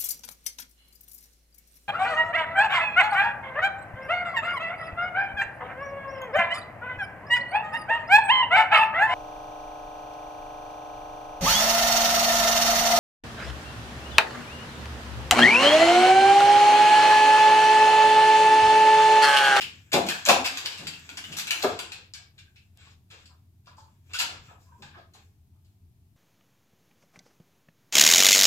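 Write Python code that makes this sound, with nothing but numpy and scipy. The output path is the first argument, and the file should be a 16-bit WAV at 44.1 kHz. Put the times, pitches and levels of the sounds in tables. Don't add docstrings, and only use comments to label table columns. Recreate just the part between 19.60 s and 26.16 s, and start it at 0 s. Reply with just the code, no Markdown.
import sys
import numpy as np
from scipy import signal
from scipy.fft import rfft, irfft
from scipy.io import wavfile
from scipy.ndimage import uniform_filter1d

SR = 44100
rng = np.random.default_rng(int(sys.argv[2]) if len(sys.argv) > 2 else 0)


def dump(signal):
    limited = np.clip(np.atleast_2d(signal).T, -1, 1)
    pcm = np.round(limited * 32767).astype(np.int16)
    wavfile.write(sys.argv[1], SR, pcm)


def voltage_ratio(decibels):
    exponent = np.asarray(decibels, float) / 20
    return 10 ** exponent


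N = 289408

# frequency in Hz, level in dB per Hz.
AIR = [(15, -50), (25, -13), (66, -17), (97, -2.5), (200, -15.5), (405, -27.5), (531, -47.5), (624, -32.5),
       (1330, -41.5), (3620, -42), (9070, -44.5), (14400, -40), (16000, -50.5)]
AIR_DB = -46.5
STOVE_HZ, STOVE_DB = 84.7, -59.5

# time in s, peak in dB, low edge in Hz, build-up in ms.
BUMPS = [(0.009, -41.5, 80.6, 32), (1.197, -37, 55.15, 30), (1.449, -43.5, 89.4, 130), (1.684, -39, 50, 79),
         (1.919, -45.5, 218, 49.6), (4.61, -44.5, 146.8, 23), (5.188, -45.5, 85.3, 47),
         (.35, -29.5, 150, 20)]
BUMP_TOP_HZ = 347.1
# time in s, peak in dB, low edge in Hz, build-up in ms.
GRIP = [
    (4.75, -25.5, 27.93, 58),
    (5.2, -35, 30.2, 41),
]
GRIP_TOP_HZ = 54.7

# time in s, peak in dB, sharpness in dB, ring in Hz, scrabble length in ms.
DASH = [(0.0095, -29.5, -16, 2760, 1.6), (0.0145, -32, -19, 2740, 1.7), (0.0192, -28.5, -24, 2590, 2.2),
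        (0.3185, -28, -7, 2300, 9.5), (0.3303, -18.5, 2, 2380, 13.5), (0.4654, -33.5, -0.5, 2840, 4.9),
        (0.4876, -23.5, 1, 2350, 3.4), (0.4968, -31, -0.5, 2440, 9.8), (0.6540, -33.5, 7.5, 3020, 5),
        (0.6609, -26.5, 6, 2130, 5.5), (0.6875, -13, 0, 2520, 4.4), (0.696, -16, -3, 2518, 2.8),
        (0.8446, -22, -10, 2510, 13), (0.857, -25.5, -10.5, 2230, 8), (0.8619, -31, 4.5, 3100, 2.7),
        (0.9732, -29.5, 1, 2630, 2.7), (1.055, -33, -3, 2970, 4), (1.0596, -27.5, -13, 3200, 3.4),
        (1.1216, -36.5, -17, 3020, 8.2), (1.1746, -39, 1.5, 2670, 26), (1.2705, -30.5, -4, 3120, 2.9),
        (1.2750, -43, 0, 3000, 4.5), (1.336, -39, -15, 2600, 6), (1.4920, -38, -2.5, 2600, 1.2),
        (1.5722, -37.5, 3, 3160, 3), (1.5778, -36, -7, 2150, 2.8), (1.6409, -35.5, -23, 2860, 3.2),
        (1.7220, -34.5, -6.5, 2900, 10), (1.7678, -40, 12.5, 2750, 11), (1.7870, -33.5, 6.5, 2080, 1.6),
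        (1.796, -34, 5.5, 2390, 4), (1.8715, -35.5, 6, 2400, 2.1), (1.8771, -31.5, -10, 2460, 4),
        (1.9080, -19, -5, 2660, 2.5), (2.0278, -29, 3, 2840, 1.2), (2.1915, -32, -1, 2820, 1.4)]
# time in s, peak in dB, sharpness in dB, ring in Hz, scrabble length in ms.
WANDER = [(2.3204, -35.5, 0.5, 2580, 2), (2.538, -44, 8, 2750, 11), (2.7806, -51.5, 0, 2430, 3.5),
          (2.7875, -49, 0.5, 2470, 5), (2.96, -51, -4, 2750, 13), (3.3046, -64.5, 8, 3830, 12),
          (3.5024, -45.5, 0, 2450, 19), (3.6564, -58, 10, 2990, 5.6), (4.059, -56.5, 1, 2730, 5),
          (4.0691, -60, 7.5, 3300, 7.6), (4.1683, -63, 14.5, 3260, 60), (4.535, -31.5, -3, 2820, 9.9),
          (4.5465, -30.5, -4, 3160, 23), (4.5896, -28, 5.5, 2800, 5.3), (4.598, -24, -3, 2840, 8.9),
          (4.611, -32, 3.5, 2780, 8.4), (4.9974, -70.5, 10.5, 2800, 9.5), (5.0114, -70, 12, 2870, 8),
          (5.2222, -45.5, 0.5, 2660, 4), (5.3707, -81, -4.5, 2560, 7.3), (5.536, -55, 8.5, 2650, 14),
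          (6.047, -68.5, 9.5, 2976, 13)]
FIRST_NAIL, FIRST_NAIL_MS = .3, 3.
SCRAPE_MS = 3.7
TIP_OVER_HORN = 1.4
BRIGHT_DB, BRIGHT_FOLLOWS = -7.5, 0.29
AIRY_DB, AIRY_FOLLOWS = -17.5, 0.95
HIDDEN_S, HIDDEN_AIRY_DB = (2.15, 4.4), -11

# start of the
# hold in s, time held in s, hiss in dB, sharpness in dB.
SLIDES = [(0.01, 0.0066, -42, 7.5), (0.478, 0.039, -37.5, 5.5), (0.55, 0.4, -45, -6),
          (0.93, 0.11, -43.5, -3.5), (1.05, .25, -45.5, -7), (1.502, 0.12, -56.5, 4),
          (1.649, 0.18, -45.5, 3), (1.919, 0.088, -41.5, 7.5), (2.002, 0.037, -40, -10),
          (2.09, 0.12, -46.5, -20), (2.2, 0.048, -49, 8), (2.33, 0.029, -48, -12.5),
          (2.57, 0.04, -57, -9.5), (2.748, 0.31, -66, 3), (3.178, 0.045, -54.5, 1.5),
          (3.26, 0.029, -61, -1.5), (3.529, 0.0072, -51, -3.5), (3.6, 0.046, -57.5, 3),
          (3.71, .02, -72.5, -26.5), (4.088, 0.0033, -62.5, -18), (4.182, 0.052, -71, -18),
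          (4.519, 0.006, -50, 0), (4.68, 0.029, -46, -36), (4.907, 0.0084, -66.5, -19),
          (5.02, 0.11, -73, 6), (5.248, .01, -52.5, -6.5), (5.378, 0.013, -59, -27),
          (5.55, 0.02895, -58.5, 2.5), (5.939, .03, -82, -13.5), (6.05, .05, -73, 8),
          (0.142, 0.22, -58.5, 9.5), (1.36, 0.11, -52.5, 1.5), (1.85, 0.042, -51, -14),
           (2.42, .06, -74, -10), (2.62, 0.046, -77.5, -2), (3.519, .03, -67, -17.5),
           (4.26, .07, -66.5, 10.5), (4.33, 0.043, -85, -16), (4.46, 0.041, -60, 8), (4.83, 0.066, -62, 18),
           (5.01, 0.053, -66.5, 20.5), (5.11, 0.061, -71, -6), (5.3, 0.051, -69.5, -8.5),
           (5.57, 0.044, -73, -4.5), (4.85, 0.04, -60.5, -26), (4.06, 0.037, -64, 2.5),
           (5.19, 0.0092, -71.5, 26), (5.621, 0.03, -69.5, 19.5), (6.44, 0.028, -83, -1.5),
           (1.1, .15, -66.5, 22), (1.33, .15, -69, 23), (1.5, .06, -63.5, 20), (1.62, .1, -76, 22),
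           (4.7, .06, -69, 18), (3.2, .08, -65.5, -15)]
# frequency in Hz, level in dB per Hz.
TILE = [(760, -43.5), (1300, -10.5), (2520, -6.5), (2890, -11.5), (3310, -5.5), (7670, 3.5), (8790, -15),
        (16000, -34.5)]
SLIDE_RISE_DB_PER_S, SLIDE_FALL_DB_PER_S = 499, 194.5
RUB_DB, RUB_FOLLOWS = -5, 0.18
FUR_DB, FUR_FOLLOWS = -8, 0.69

# time in s, peak in dB, ring in Hz, build-up in ms.
PADS = [(0.016, -42, 1420, 5.14), (0.335, -13, 700, 27), (0.489, -24.5, 1650, 12),
        (0.543, -34.5, 1460, 8.9), (0.675, -18.5, 705, 19.6), (0.849, -37, 870, 8.1),
        (1.058, -34, 1640, 2.9), (1.174, -60, 1250, 1.7), (1.493, -38, 1430, 2.1), (1.574, -33.5, 1550, 10),
        (1.773, -33.5, 1580, 1.3), (1.907, -29.5, 1380, 34), (2.045, -19.5, 1290, 1.5),
        (2.196, -31, 1454, 3.4), (2.544, -41.5, 1617, 16), (2.784, -59, 1644, 22), (3.21, -54, 1106, 45),
        (3.51, -49.5, 1290, 6.5), (3.69, -48.5, 1004, 28), (4.073, -40, 1003, 7.7),
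        (4.176, -43.5, 923, 9.6), (4.545, -31.5, 1350, 3.9), (4.594, -22, 1393, 19.6),
        (4.878, -43, 1290, 18), (4.908, -40.5, 624, 8.7), (5.059, -61, 1012, 15.4), (5.115, -54, 920, 4.3),
        (5.228, -41, 831, 3.7), (5.345, -39, 1253, 15), (5.543, -44, 785, 10.2), (5.925, -61, 877, 25)]
PAD_RING_WIDTH_HZ = 100
NEAR_S = 3.1

# time in s, peak in dB, ping in Hz.
TICKS = [(0.0181, -19.5, 2660), (0.3208, -28, 7100), (0.4878, -27, 7300), (0.653, -15, 6400),
         (1.0600, -19, 4770), (1.275, -37, 4700), (1.719, -38, 6000), (1.9085, -20.5, 4570),
         (2.025, -19, 4140), (2.193, -23.5, 3300), (2.322, -28.5, 4100), (2.5369, -28, 4800),
         (2.538, -35, 7040), (0.687, -15.5, 3930), (0.7224, -13, 2460), (1.4925, -50, 3530),
         (1.5720, -32, 4600), (2.7825, -42.5, 3660), (2.958, -49.5, 3550), (3.6576, -46, 4950),
         (4.5342, -33, 6900), (4.6205, -26, 4010), (4.588, -18, 4430), (5.2223, -42.5, 3100),
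         (4.5433, -32, 3390), (4.561, -33, 3310), (4.601, -31, 4060), (4.612, -28, 4270),
         (4.6135, -23, 4500), (4.6303, -29, 4340), (0.6913, -16, 2430), (0.7, -18, 3130),
         (0.736, -22.5, 2480), (0.845, -25.5, 2800), (1.1216, -30, 4800), (1.0664, -41, 3200)]
TICK_WIDTH = .3
DIRECT_TICK = 0.56

# time in s,
# peak in dB, frequency in Hz, width in Hz, build-up in ms.
RINGS = [(0.329, -30, 450, 340, 4.3), (0.345, -29, 355, 43, 8.9), (0.352, -21, 670, 150, 7.3),
         (0.672, -26.5, 600, 300, 5), (0.691, -19, 1250, 440, 5.3), (0.693, -25, 3300, 280, 6),
         (0.696, -13.5, 900, 450, 7), (0.76, -35, 260, 63, 30), (0.9, -40.5, 260, 80, 30),
         (1.1, -42, 4100, 300, 4.8), (1.19, -29, 48, 30, 30), (1.205, -34, 138, 140, 8.6),
         (1.274, -35.5, 4900, 300, 6), (1.276, -35, 7360, 500, 6), (1.68, -25.5, 75, 58, 25),
         (2.036, -27.5, 700, 500, 3.2), (2.047, -24, 960.3, 166, 4), (2.05, -34, 1600, 150, 8),
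         (2.075, -30, 600, 370, 16), (2.782, -53, 3600, 110, 11), (2.957, -53, 2410, 200, 8),
         (3.2, -56, 1400, 260, 20), (3.22, -51, 2160, 150, 20), (3.26, -56.5, 1080, 154, 12),
         (3.51, -57.5, 853, 400, 20), (4.55, -32, 1470, 200, 8), (4.597, -23, 2780, 160, 6),
         (4.599, -38, 7600, 600, 6.5), (4.601, -27.5, 4400, 890, 6.3), (4.62, -30, 7240, 560, 6),
         (4.725, -28, 40, 20, 29), (5.055, -47, 1040, 40, 35), (5.11, -49, 960, 50, 20),
         (5.22, -48, 2100, 500, 16), (5.36, -60, 2920, 1100, 26)]

# time in s, peak in dB, build-up in ms.
THUDS = [
    (0.341, -16, 11.6),
    (0.686, -9.5, 16.2),
    (2.043, -18.5, 7.8),
]
# frequency in Hz, width in Hz, level in dB.
HUMS = [
    [(242, 21, -9.5), (360, 6.2, 5.5), (700, 35, -7.0), (1265, 31, -17.0), (1380, 130, -6.0)] + [(481.5, 21, -2.5), (158, 28, -13.5), (810, 37, -4.0)],
    [(390, 18, -23), (565.0, 13, -9.5), (740, 79, 14), (1290, 51, -15.5)] + [(218, 27, -14.5), (970, 28, 1.0)],
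    [(278.3, 11.3, 1.5), (400, 30.5, 12), (545, 190, 10), (705, 160, -5), (814, 45, -14), (1244, 64, -33)],
]
# frequency in Hz, level in dB, time to fall 60 dB in s.
PANELS = [
    [(154, -9, 0.13), (214.8, 3.5, 0.22), (272, -5.5, .25), (371, 5, .22), (569, -3, .3), (660, -2, .2),
     (706, -4.5, 0.25), (855, -6, 0.45)],
    [(206.5, -8.5, .25), (342, -21, 0.25), (527, -6, .25), (560, -6.5, 0.21), (708, 0.5, .35),
     (775.6, -5, 0.31), (1002, -3.5, 0.43), (1120, -10, 0.17)],
    [(238, -5.5, 0.25), (401.3, 4, 0.19), (576, -4, 0.19), (716, 0, 0.4), (854, -5, 0.2), (1296, -8, 0.14),
     (1650, -8.5, .2)],
]
PANEL_SWELL = 0.4
# distance in Hz, share of the level.
TWINS = [(0, 1), (23, .7), (-31, .5)]

# time in s, peak in dB, ring in Hz, build-up in ms.
MORE_STEPS = [(0.345, -22.5, 545, 21), (0.5, -23, 1687, 8.3), (0.543, -37, 1595, 9.6), (0.69, -41, 560, 12),
              (2.04, -33, 1670, 8), (0.69, -39, 2100, 7.3), (2.042, -28, 400, 11), (2.2, -42, 393, 37),
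              (2.38, -51, 450, 20), (2.544, -39, 2290, 15), (2.57, -53.5, 716, 21), (2.783, -50.5, 1600, 12),
              (2.85, -56, 1607, 30), (2.955, -64, 1496, 8.4), (2.971, -57, 2576, 25), (3.52, -50, 496, 19),
              (4.18, -44.5, 910, 7.8), (4.24, -53.5, 900, 26), (4.95, -55, 640, 30), (5.055, -64, 1036, 20),
              (5.11, -68, 937, 16.6), (5.115, -57.5, 1600, 13), (5.228, -43, 1610, 5.2), (5.361, -45, 360, 15),
              (5.38, -44.5, 640, 17), (5.33, -43.5, 1675, 19), (5.56, -63, 1703, 17), (5.945, -67, 1200, 21)]
MORE_STEP_WIDTH_HZ = 105

# time in s, peak in dB.
SNAP = [
    (1.3962, -40),
    (3.1742, -37),
]

# frequency in Hz, time to fall 60 dB in s.
ROOM_T60 = [(100, 1), (400, 0.42), (1000, 0.45), (3000, 0.37), (7000, 0.36), (14000, 0.22)]
# delay in ms, level in dB.
ECHOES = [(2.2, -10), (5.5, -4), (9.5, -5), (14, -9), (21, -11)]
# time in s, left over right in dB.
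PAN = [(0.0, 3), (0.99, 2), (1.421, 2.5), (2.299, 2.5), (2.589, 3), (4.15, 2.5), (4.219, 2), (6.19, 2),
       (6.56, 4.5)]
# frequency in Hz, level in dB.
MIC = [(60, -18.5), (150, 5.5), (1600, 1), (2000, -5.5), (2500, 0.5), (5000, 3), (6200, 0.5), (7600, 2.5),
       (8900, -1), (10500, 2), (13000, 4.5), (15800, -5.5)]
LEFT_LEAD_S = .00014
PORT_GAP_M = .15
ROOM_LEFT_DB = 1.5
SUPPRESSION_DB = 7.
CUTOFF_HZ = 16200


def rms_one(x):
    return x / np.sqrt(np.mean(x ** 2) + 1e-30)


def at_hz(points, hz):
    table_hz, values = np.transpose(points)
    return np.interp(np.log(np.maximum(hz, 1)), np.log(table_hz), values)


def colour(x, points):
    hz = np.fft.rfftfreq(x.shape[-1], 1 / SR)
    return irfft(rfft(x) * voltage_ratio(at_hz(points, hz)), x.shape[-1])


def two_ports(size):
    alike = .98 * np.sinc(2 * np.fft.rfftfreq(size, 1 / SR) * PORT_GAP_M / 343)
    mid, side = rfft(rng.standard_normal((2, size)))
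    spectra = np.sqrt(1 + alike) * mid + np.sqrt(1 - alike) * side * [[1], [-1]]
    return rms_one(irfft(spectra, size))


def band(x, low_hz, high_hz):
    return signal.sosfilt(signal.butter(2, [low_hz, high_hz], "band", fs=SR, output="sos"), x)


def resonate(x, hz, width_hz):
    r = np.exp(-np.pi * width_hz / SR)
    feedback = [1, -2 * r * np.cos(2 * np.pi * hz / SR), r * r]
    return signal.lfilter((1 - r * r) / 2 * np.array([1, 0, -1]), feedback, x)


def grains(size, per_s, spread_db):
    sizes = voltage_ratio(spread_db * np.minimum(rng.exponential(1, size), 4)) * rng.choice([-1, 1], size)
    return rms_one(sizes * (rng.random(size) < per_s / SR))


def push(ms, per_s):
    t = np.arange(8192) * 1000 / SR / max(ms, 1)
    return grains(len(t), per_s, spread_db=3) * t * np.exp(-1.5 * t)


def place(out, s, sound, db):
    i = max(round(s * SR), 0)
    full = out.copy()
    full[i:i + len(sound)] += (voltage_ratio(db) * sound / np.sqrt(np.sum(sound ** 2)))[:N - i]
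    return full


def still_room():
    draught = resonate(two_ports(N), STOVE_HZ, width_hz=36.0)
    draught = rms_one(resonate(draught, STOVE_HZ, width_hz=13.0))
    hiss = rms_one(colour(two_ports(N), AIR))
    return voltage_ratio(SUPPRESSION_DB) * (voltage_ratio(STOVE_DB) * draught + voltage_ratio(AIR_DB - 15.5) * hiss)


def room_answer(wet_db):
    size = 2 ** 15
    t = np.arange(size) / SR
    edges = 60 * 2 ** np.arange(0, 8.4, .75)
    diffuse, tail = [two_ports(size), two_ports(size)], 0
    for k, (low, high) in enumerate(zip(edges, edges[1:])):
        t60 = at_hz(ROOM_T60, np.sqrt(low * high))
        tail = tail + band(diffuse[k % 2], low, high) * voltage_ratio(-60 * t / t60)
    answer = tail * (1 - np.exp(-t / .004))
    answer = voltage_ratio(wet_db) * answer / np.sqrt(np.sum(answer ** 2) / 2)
    answer[[0, 1], [0, round(LEFT_LEAD_S * SR)]] += 1.2
    for ms, db in ECHOES:
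        lags = (ms * SR / 1000 + rng.integers(0, 30, 2)).astype(int)
        answer[[0, 1], lags] += voltage_ratio(db) * rng.choice([-1, 1])
    return answer


def in_room(sound, wet_db):
    return signal.fftconvolve(sound[None], room_answer(wet_db), axes=1)[:, :N]


def bumps(spots):
    out = np.zeros((spots, N))
    for k, (s, db, low_hz, ms) in enumerate(BUMPS + GRIP):
        top_hz = BUMP_TOP_HZ if k < len(BUMPS) else GRIP_TOP_HZ
        bump = band(push(ms, per_s=1200.0), low_hz, top_hz)
        out[k % spots] = place(out[k % spots], s - .01, bump, db + 18.5)
    return out


def claws(spots):
    out, t = np.zeros((spots, N)), np.arange(4096) * 1000 / SR
    for k, (s, db, sharp_db, hz, ms) in enumerate(DASH + WANDER):
        fade = np.exp(-t / max(ms, .3)) * (.4 + .6 * np.minimum(1, t / 2.5))
        nails = grains(len(t), per_s=4000., spread_db=2.5) * fade
        nails[0] += FIRST_NAIL * min(1, FIRST_NAIL_MS / ms) * np.sqrt(np.sum(nails ** 2))
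        scrape = 1.2 * rms_one(nails) + rms_one(push(SCRAPE_MS, per_s=47000.0)[:len(t)])

        knock = rms_one(resonate(nails, hz, width_hz=690.0)) + 0.4 * rms_one(band(nails, 1700, 3000))
        tip = rms_one(resonate(nails, TIP_OVER_HORN * hz, width_hz=1200.0))
        tick = rms_one(tip + 0.39 * rms_one(band(nails, 2900, 5500)))
        bright_db = BRIGHT_DB + BRIGHT_FOLLOWS * sharp_db
        tick += voltage_ratio(bright_db) * rms_one(band(scrape, 5060, 7700))
        hidden = HIDDEN_S[0] < s < HIDDEN_S[1]
        airy_db = AIRY_DB + AIRY_FOLLOWS * sharp_db + HIDDEN_AIRY_DB * hidden
        tick += voltage_ratio(airy_db) * rms_one(band(scrape, 9000, 12000))

        tick_db = db + sharp_db + 14.0 + 20 * np.log10(np.std(tick))
        out[k % spots] = place(out[k % spots], s - .0008, knock, db + 19.0)
        out[k % spots] = place(out[k % spots], s - .0008, tick, tick_db)
    return out


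def slide():
    t, gains = np.arange(0, N, 64) / SR, 0
    for s, held_s, db, sharp_db in SLIDES:
        rise_db, fall_db = SLIDE_RISE_DB_PER_S * (t - s), SLIDE_FALL_DB_PER_S * (s + held_s - t)
        shape_db = np.minimum(0, np.minimum(rise_db, fall_db))
        layers_db = np.array([[0], [RUB_DB - RUB_FOLLOWS * sharp_db], [FUR_DB + FUR_FOLLOWS * sharp_db]])
        gains = gains + voltage_ratio(db - 10.5 + layers_db + shape_db)
    grit = grains(N, per_s=3300.0, spread_db=3.0)
    hiss = rms_one(band(colour(grit, TILE), 1400, 3500))
    rub = rms_one(band(grains(N, per_s=300.0, spread_db=4.0), 180, 2800))
    time = np.arange(N) / SR
    shade = voltage_ratio(HIDDEN_AIRY_DB * ((time > HIDDEN_S[0]) & (time < HIDDEN_S[1])))
    fur = rms_one(band(grit, 3600, 7800)) + 0.55 * shade * rms_one(band(grit, 8500, 16000))
    return sum(np.interp(time, t, gain) * layer for gain, layer in zip(gains, [hiss, rub, fur]))


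def pads(spots):
    out = np.zeros((spots, N))
    for k, (s, db, hz, ms) in enumerate(PADS):
        slap = push(ms, per_s=4000.0)
        ring = resonate(resonate(slap, hz, PAD_RING_WIDTH_HZ), hz, PAD_RING_WIDTH_HZ)
        pat = (1.05 if s < NEAR_S else 1.9) * rms_one(band(slap, 0.54 * hz, 1.5 * hz))
        out[k % spots] = place(out[k % spots], s - .003, rms_one(ring) + pat, db + 12.5)
    return out


def ticks():
    out, tap = np.zeros(N), np.arange(300) == 0
    for s, db, hz in TICKS:
        ping = resonate(resonate(tap, hz, TICK_WIDTH * hz), hz, TICK_WIDTH * hz)
        out = place(out, s, ping, db + 4.5)
    return out


def rings():
    out = np.zeros(N)
    for s, db, hz, width_hz, ms in RINGS:
        ring = resonate(resonate(push(ms, per_s=6000.0), hz, width_hz), hz, width_hz)
        out = place(out, s - .003, ring, db + 16.5)
    return out


def thuds(spots):
    out = np.zeros((spots, N))
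    for k, ((s, db, ms), hums) in enumerate(zip(THUDS, HUMS)):
        blow = push(ms, per_s=1600.0)
        hum = sum(voltage_ratio(level_db) * resonate(blow, hz, width_hz + 45) for hz, width_hz, level_db in hums)
        knock = rms_one(hum) + .7 * rms_one(band(band(blow, 300, 1900), 200, 2500))
        out[k] = place(out[k], s - .006, knock, db + 15.5)
    return out


def panels():
    out, t = np.zeros(N), np.arange(SR // 2) / SR
    for (s, db, ms), modes in zip(THUDS, PANELS):
        ring = 0
        for hz, level_db, t60 in modes:
            for apart_hz, share in TWINS:
                tone = np.sin(2 * np.pi * ((hz + apart_hz) * t + rng.random()))
                ring = ring + voltage_ratio(level_db - 60 * t / t60) * share * tone
        swell = 1 - np.exp(-(t * 1000 / (PANEL_SWELL * ms)) ** 2)
        i = round(s * SR)
        out[i:i + len(t)] += voltage_ratio(db - 14) * ring * swell
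    return out


def more_steps():
    out = np.zeros(N)
    for s, db, hz, ms in MORE_STEPS:
        ring = resonate(resonate(push(ms, per_s=3800.0), hz, MORE_STEP_WIDTH_HZ), hz, 2 * MORE_STEP_WIDTH_HZ)
        out = place(out, s - .003, ring, db + 16)
    return out


def snap():
    out, click = np.zeros(N), band(np.arange(200) == 0, 1200, 12000)
    for s, db in SNAP:
        out = place(out, s, click, db + 6)
    return out


def scene():
    sources = bumps(spots=5) + claws(spots=5) + pads(spots=5) + thuds(spots=5)
    nail_ticks = ticks()
    sources[4] += slide()
    sources[3] += nail_ticks
    heard = sum(in_room(x, wet_db=3.0) for x in sources)
    heard += in_room(more_steps(), wet_db=1.0) + in_room(rings(), wet_db=-4.0)
    heard += snap() + panels() + DIRECT_TICK * nail_ticks
    heard = colour(heard, MIC)
    left_right = np.array([[1], [-1]])
    pan_db = np.interp(np.arange(N) / SR, *np.transpose(PAN))
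    panned = heard * voltage_ratio(np.clip(pan_db, -6, 6) / 2 * left_right)
    return panned + still_room() * voltage_ratio(ROOM_LEFT_DB / 2 * left_right)


def low_pass(x):
    return signal.sosfilt(signal.butter(12, 16470, fs=SR, output="sos"), x)


def record(dry):
    cells = signal.stft(dry, nperseg=256)[2]
    power = uniform_filter1d(np.mean(abs(cells) ** 2, 0), size=5, axis=0)
    power = signal.lfilter([.12], [1, -.88], power, axis=1)
    steady = np.percentile(power, 8, axis=1, keepdims=True)
    gain = np.maximum(voltage_ratio(-SUPPRESSION_DB), 1 - 7.9 * steady / (power + 1e-20))
    quiet = signal.istft(cells * gain, nperseg=256)[1][:, :N]
    rounded = 1.15 * np.tanh(quiet / 1.15)
    mix = signal.sosfilt(signal.cheby2(24, 60, CUTOFF_HZ, fs=SR, output="sos"), rounded)
    return low_pass(mix)


dry = scene()
out = record(dry)
dump(out)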